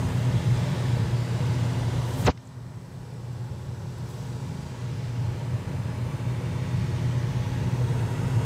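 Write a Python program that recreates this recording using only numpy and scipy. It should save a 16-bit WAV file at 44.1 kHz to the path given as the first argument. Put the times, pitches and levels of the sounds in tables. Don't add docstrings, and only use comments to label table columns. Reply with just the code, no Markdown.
import sys
import numpy as np
from scipy import signal
from scipy.io import wavfile
from scipy.ndimage import uniform_filter1d, map_coordinates

SR = 44100
rng = np.random.default_rng(int(sys.argv[2]) if len(sys.argv) > 2 else 0)


def int16_out(signal):
    q = np.round(np.clip(np.atleast_2d(signal).T, -1, 1) * 32767)
    wavfile.write(sys.argv[1], SR, q.astype(np.int16))


def ratio(d):
    e = np.asarray(d, float) / 20
    return 10 ** e


N = 372644

# (frequency [Hz], density [dB per Hz])
RUMBLE_SPECTRUM = [(15, -58), (25, -28), (40, -25), (52, -4), (66, -8.5), (87, -18), (100, 2), (120, 1),
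                   (140, -2.5), (186, -8), (225, -25.5), (270, -18.5), (330, -47), (600, -80)]
HUM_HZ = [53.5, 87, 120, 137.5, 175, 210, 257.6, 841.8]
# (pitch drift [Hz], level against the rumble [dB], level waver [dB])
HUM_WAVER = [(1.3, -30, 6), (1.03, -10, 2.5), (0.99, -1.5, 2.5), (0.86, -9.5, 1), (1.15, -18.5, -1.5),
             (1, -21.5, 4.5), (0.85, -17, 1.77), (1.15, -24.5, 1.6)]
# (frequency [Hz], density [dB per Hz])
AIR_SPECTRUM = [(140, -47), (230, -8), (300, -12.5), (420, -5.5), (560, -13), (800, -14.4), (1190, -16.9),
                (1960, -18), (2200, -20.8), (3770, -23.8), (5500, -29.3), (8350, -30.2), (9800, -25.6),
                (10300, -29.3), (15800, -35.3)]
# (frequency [Hz], width [Hz], lift [dB])
DUCT = [(352.5, 31, 9.5), (414, 20, -4.5), (451, 11, 3.5), (458, 14, -7.5), (480, 25, 6.5), (607, 116, 5.5),
        (949, 102, 8), (1112, 52, 3.5), (5150, 130, 2), (5800, 170, 3.5), (6440, 80, 2.8), (7000, 70, -1.5),
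        (9200, 93, 2.5), (12300, 500, 2)]
# (time [s], facing the air flow [dB], hand cupped near the port [dB])
PLACE = [(0.0, -1.9, -1.0), (0.45, 1.5, -0.8), (0.9, 1.4, -0.4), (1.5, 1.6, 1.9), (2.05, -0.3, 1.4),
         (2.35, -1.5, 1.7), (2.6, -2.5, -0.3), (3.2, -2.7, 0.8), (3.8, -1.4, 0.6), (4.2, -1.7, 3.2),
         (4.6, -0.3, 2.3), (5.05, 2.9, 0.4), (5.7, -1.2, -1.0), (6.2, -1.0, -2.2), (6.9, 3.4, -1.8),
         (7.6, 2.2, -2.3), (8.05, -2.1, -0.4), (8.45, -2.4, 0.1)]
# (frequency [Hz], share [1])
FACING_SHARE = [(300, 0.0), (700, -0.81), (1450, -0.09), (2200, 0.5), (3200, 0.3), (5500, 1.0),
                (8300, -0.44), (12000, -0.35)]
# (frequency [Hz], share [1])
CUPPING_SHARE = [(300, 0.0), (700, 0.49), (1450, 0.32), (2200, -0.22), (3200, 0.98), (5500, 1.0),
                 (8300, 0.95), (12000, 0.13)]
# (frequency [Hz], lift [dB])
LINGER_SHADE = [(300, 0.0), (700, -2.6), (1450, -0.08), (2200, -0.99), (3200, -2.08), (5500, 3.44),
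                (8300, -2.7), (12000, 1.74)]
# (time [s], hold [s], level [dB])
RUSTLE = [
    (2.08, .07, -47.5),
    (2.195, .08, -41.5),
    (4.09, .025, -51),
    (4.19, .09, -58),
]
# (frequency [Hz], density [dB per Hz])
RUSTLE_COLOUR = [(300, -25), (2500, -11), (5000, -6), (8000, -2), (10000, 2.5), (15500, 1.5)]
# (time [s], peak level [dB], frequency [Hz], width [Hz])
TICKS = [
    (2.375, -37.5, 2300, 5500),
    (2.453, -48, 8000, 2500),
    (2.465, -54, 7500, 2000),
    (2.472, -45, 7200, 1800),
    (3.984, -37, 13000, 7000),
]
# (time [s], hold [s], level [dB], rise [dB per s], fall [dB per s])
SCRAPE = (2.271, .013, -28, 1000, 2500)
GRIT = (2.265, .042, -35.5, 1300, 1000)
SCUFF = (2.284, .008, -10.5, 850, 1700)

# (half-way time [s], time constant [s])
SHUT, SEAL, LIFT = (2.273, .006), (2.284, .003), (2.322, .007)
PORT_OPEN_HZ, PORT_SHUT_HZ = 7900, 1000
WIDTH_OPEN, WIDTH_SHUT = .16, .72
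SCUFF_OPEN_HZ, SCUFF_SHUT_HZ = 5200, 1050
RUSTLE_RISE_DB_PER_S, RUSTLE_FALL_DB_PER_S = 260, 200
RING_DB, RING_PER_CUPPING, LINGER_DB, LINGER_UNTIL_S = 0.3, -0.2, 5.5, 4.7
REST_DB, START_DB, SETTLE_S = -40.0, 2.4, 0.98
DUCK_S, DUCK_DB, SPRING_DB, SPRING_S = 2.313, 13.0, 4.0, 0.12
CREEP_DB_PER_S, KNEE_DB = 2.8, 1.5
BASS_CUT_HZ, CLIP, EDGE_HZ = 67, .25, 15650
SHELL_EDGE_HZ, SHELL_LOST_DB, SEALED_EDGE_HZ, SEALED_LOST_DB = 8950, -9.2, 6900, -24


def rumble(t):
    wash = evened(noise(lambda hz, s: read(RUMBLE_SPECTRUM, hz) + 0 * s, size=4096))
    total = wash * ratio(2.0 * wander(t, 15.))
    for hz, (drift_hz, db, waver_db) in zip(HUM_HZ, HUM_WAVER):
        turns = np.cumsum(hz + drift_hz * wander(t, 6.)) / SR + rng.random()
        level = ratio(db + np.clip(waver_db, 0, 4) * wander(t, 3.027))
        total = total + np.sqrt(2) * level * np.sin(2 * np.pi * turns)
    return evened(total) * ratio(15.0)


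def slide(t):
    out, on = np.zeros(N), abs(t - SHUT[0]) < .07
    near = t[on]
    shut = passed(near, *SHUT)
    hz = PORT_OPEN_HZ + (PORT_SHUT_HZ - PORT_OPEN_HZ) * shut
    width = WIDTH_OPEN + (WIDTH_SHUT - WIDTH_OPEN) * shut
    dull_hz = SCUFF_SHUT_HZ + (SCUFF_OPEN_HZ - SCUFF_SHUT_HZ) * (1 - shut) ** 1.3

    cosine, sine, fast, slow = rng.standard_normal((4000, 4)).T
    ring_travel = np.cumsum(hz * width) / SR
    cosine, sine = (map_coordinates(w, [ring_travel], order=3) for w in (cosine, sine))
    phase = 2 * np.pi * np.cumsum(hz) / SR
    ring = cosine * np.cos(phase) + sine * np.sin(phase)

    travel = np.cumsum(2 * dull_hz) / SR
    scuff = .6 * map_coordinates(fast, [travel], order=3)
    scuff = scuff + 0.65 * map_coordinates(slow, [.35 * travel], order=3)

    grit = evened(signal.lfilter([1], [1, -.7], rng.standard_normal(on.sum())))
    out[on] = envelope(near, *SCRAPE) * ring + envelope(near, *SCUFF) * scuff + envelope(near, *GRIT) * grit
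    return out


def rustle(t):
    grain = ratio(1.8 * evened(uniform_filter1d(rng.standard_normal(N), 150)))
    level = sum(envelope(t, *stroke, RUSTLE_RISE_DB_PER_S, RUSTLE_FALL_DB_PER_S) for stroke in RUSTLE)
    level = level * (1 - passed(t, *SEAL) * (t < DUCK_S + 1))
    return level * grain * evened(noise(lambda hz, s: read(RUSTLE_COLOUR, hz) + 0 * s, size=256))


def ticks():
    out, u = np.zeros(N), np.arange(300) / SR
    for s, db, hz, width in TICKS:
        at = round(s * SR)
        ring = rng.standard_normal(300) * np.exp(-u / .0018) * np.minimum(u / .0007, 1)
        for _ in range(3):
            ring = resonate(ring, hz, width)
        out[at:at + 300] += ratio(db) * ring / abs(ring).max()
    return out


def air():
    def colour_db(hz, s):
        facing, cupping = (c - c.mean() for c in columns(PLACE, s))
        lift = sum(db / (1 + (2 * (hz - f) / w) ** 2) for f, w, db in DUCT)
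        shelves = read(FACING_SHARE, hz) * facing + read(CUPPING_SHARE, hz) * cupping
        lingering = passed(s, DUCK_S, .02) - passed(s, LINGER_UNTIL_S, .2)
        shade = read(LINGER_SHADE, hz) * lingering
        port_db = RING_DB + RING_PER_CUPPING * cupping + LINGER_DB * lingering
        port = port_db / (1 + ((hz - 7850) / 320) ** 2)
        waves = drifting(len(s), len(hz), across=3, along=80) * np.clip(hz / 3500, .45, .8)
        patches = .4 * drifting(len(s), len(hz), across=28, along=8)
        return read(AIR_SPECTRUM, hz) + lift + shelves + shade + port + 2.8 * waves + patches
    return ratio(2.0) * evened(noise(colour_db, size=2048))


def columns(rows, t):
    s, *values = np.transpose(rows)
    return [np.interp(t, s, v) for v in values]


def evened(x):
    return x / np.sqrt(np.mean(x ** 2) + 1e-20)


def read(points, hz):
    f, value = np.transpose(points)
    return np.interp(np.log(hz + 1), np.log(f + 1), value)


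def resonate(x, hz, width):
    turn = np.exp(2j * np.pi * np.cumsum(hz * np.ones(len(x))) / SR)
    r = np.exp(-np.pi * width / SR)
    return 2 * (turn * signal.lfilter([1 - r], [1, -r], x / turn + 1e-18)).real


def noise(colour_db, size):
    hop = size // 4
    frames, hz = N // hop + 5, np.fft.rfftfreq(size, 1 / SR)[:, None]
    a, b = rng.standard_normal((frames, size // 2 + 1, 2)).T
    z = (a + 1j * b) * ratio(colour_db(hz, np.arange(frames) * hop / SR))
    return signal.istft(z, nperseg=size, noverlap=size - hop)[1][:N]


def drifting(frames, bins, across, along):
    field = rng.standard_normal((frames, bins)).T
    return evened(uniform_filter1d(uniform_filter1d(field, across, 0), along, 1))


def wander(t, rate):
    slow = map_coordinates(rng.standard_normal(200), [t * rate], order=3)
    return evened(slow - slow.mean())


def passed(t, s, tau):
    return .5 + .5 * np.tanh((t - s) / (2 * tau))


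def envelope(t, s, hold, db, rise_db, fall_db):
    return ratio(db - rise_db * np.maximum(s - t, 0) - fall_db * np.maximum(t - s - hold, 0))


def recorder_gain(t):
    since = np.maximum(t - DUCK_S, 0)
    creep_db = KNEE_DB * np.logaddexp(0, (DUCK_DB - CREEP_DB_PER_S * since) / KNEE_DB)
    ducked_db = passed(t, DUCK_S, .004) * (creep_db + SPRING_DB * np.exp(-since / SPRING_S))
    return REST_DB + START_DB * (1 - passed(t, SETTLE_S, .05)) - ducked_db


def scene():
    t = np.arange(N) / SR
    room = (rumble(t) + air()) * ratio(recorder_gain(t))
    return (room + slide(t) + rustle(t) + ticks())[None]


def roll_off(x):
    return signal.sosfilt(signal.butter(12, 15940, fs=SR, output="sos"), x)


def record(dry):
    bass_cut = signal.butter(2, BASS_CUT_HZ, "high", fs=SR, output="sos")
    mic = signal.sosfilt(bass_cut, dry)
    overloaded = mic / (1 + (mic / CLIP) ** 4) ** (1 / 4)

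    hz, t, z = signal.stft(overloaded, SR, nperseg=256, noverlap=192)
    sealed = passed(t, *SEAL) * (1 - passed(t, *LIFT))
    edge_hz = SHELL_EDGE_HZ + (SEALED_EDGE_HZ - SHELL_EDGE_HZ) * sealed
    lost_db = SHELL_LOST_DB + (SEALED_LOST_DB - SHELL_LOST_DB) * sealed
    z = z * ratio(lost_db / (1 + np.exp((edge_hz - hz[:, None]) / 250)))
    muffled = signal.istft(z, SR, nperseg=256, noverlap=192)[1][:, :N]

    band_limit = signal.firwin(1023, EDGE_HZ, window=("kaiser", 9), fs=SR)
    mix = signal.oaconvolve(muffled, band_limit[None], "same")
    return roll_off(mix)


dry = scene()
out = record(dry)
int16_out(out)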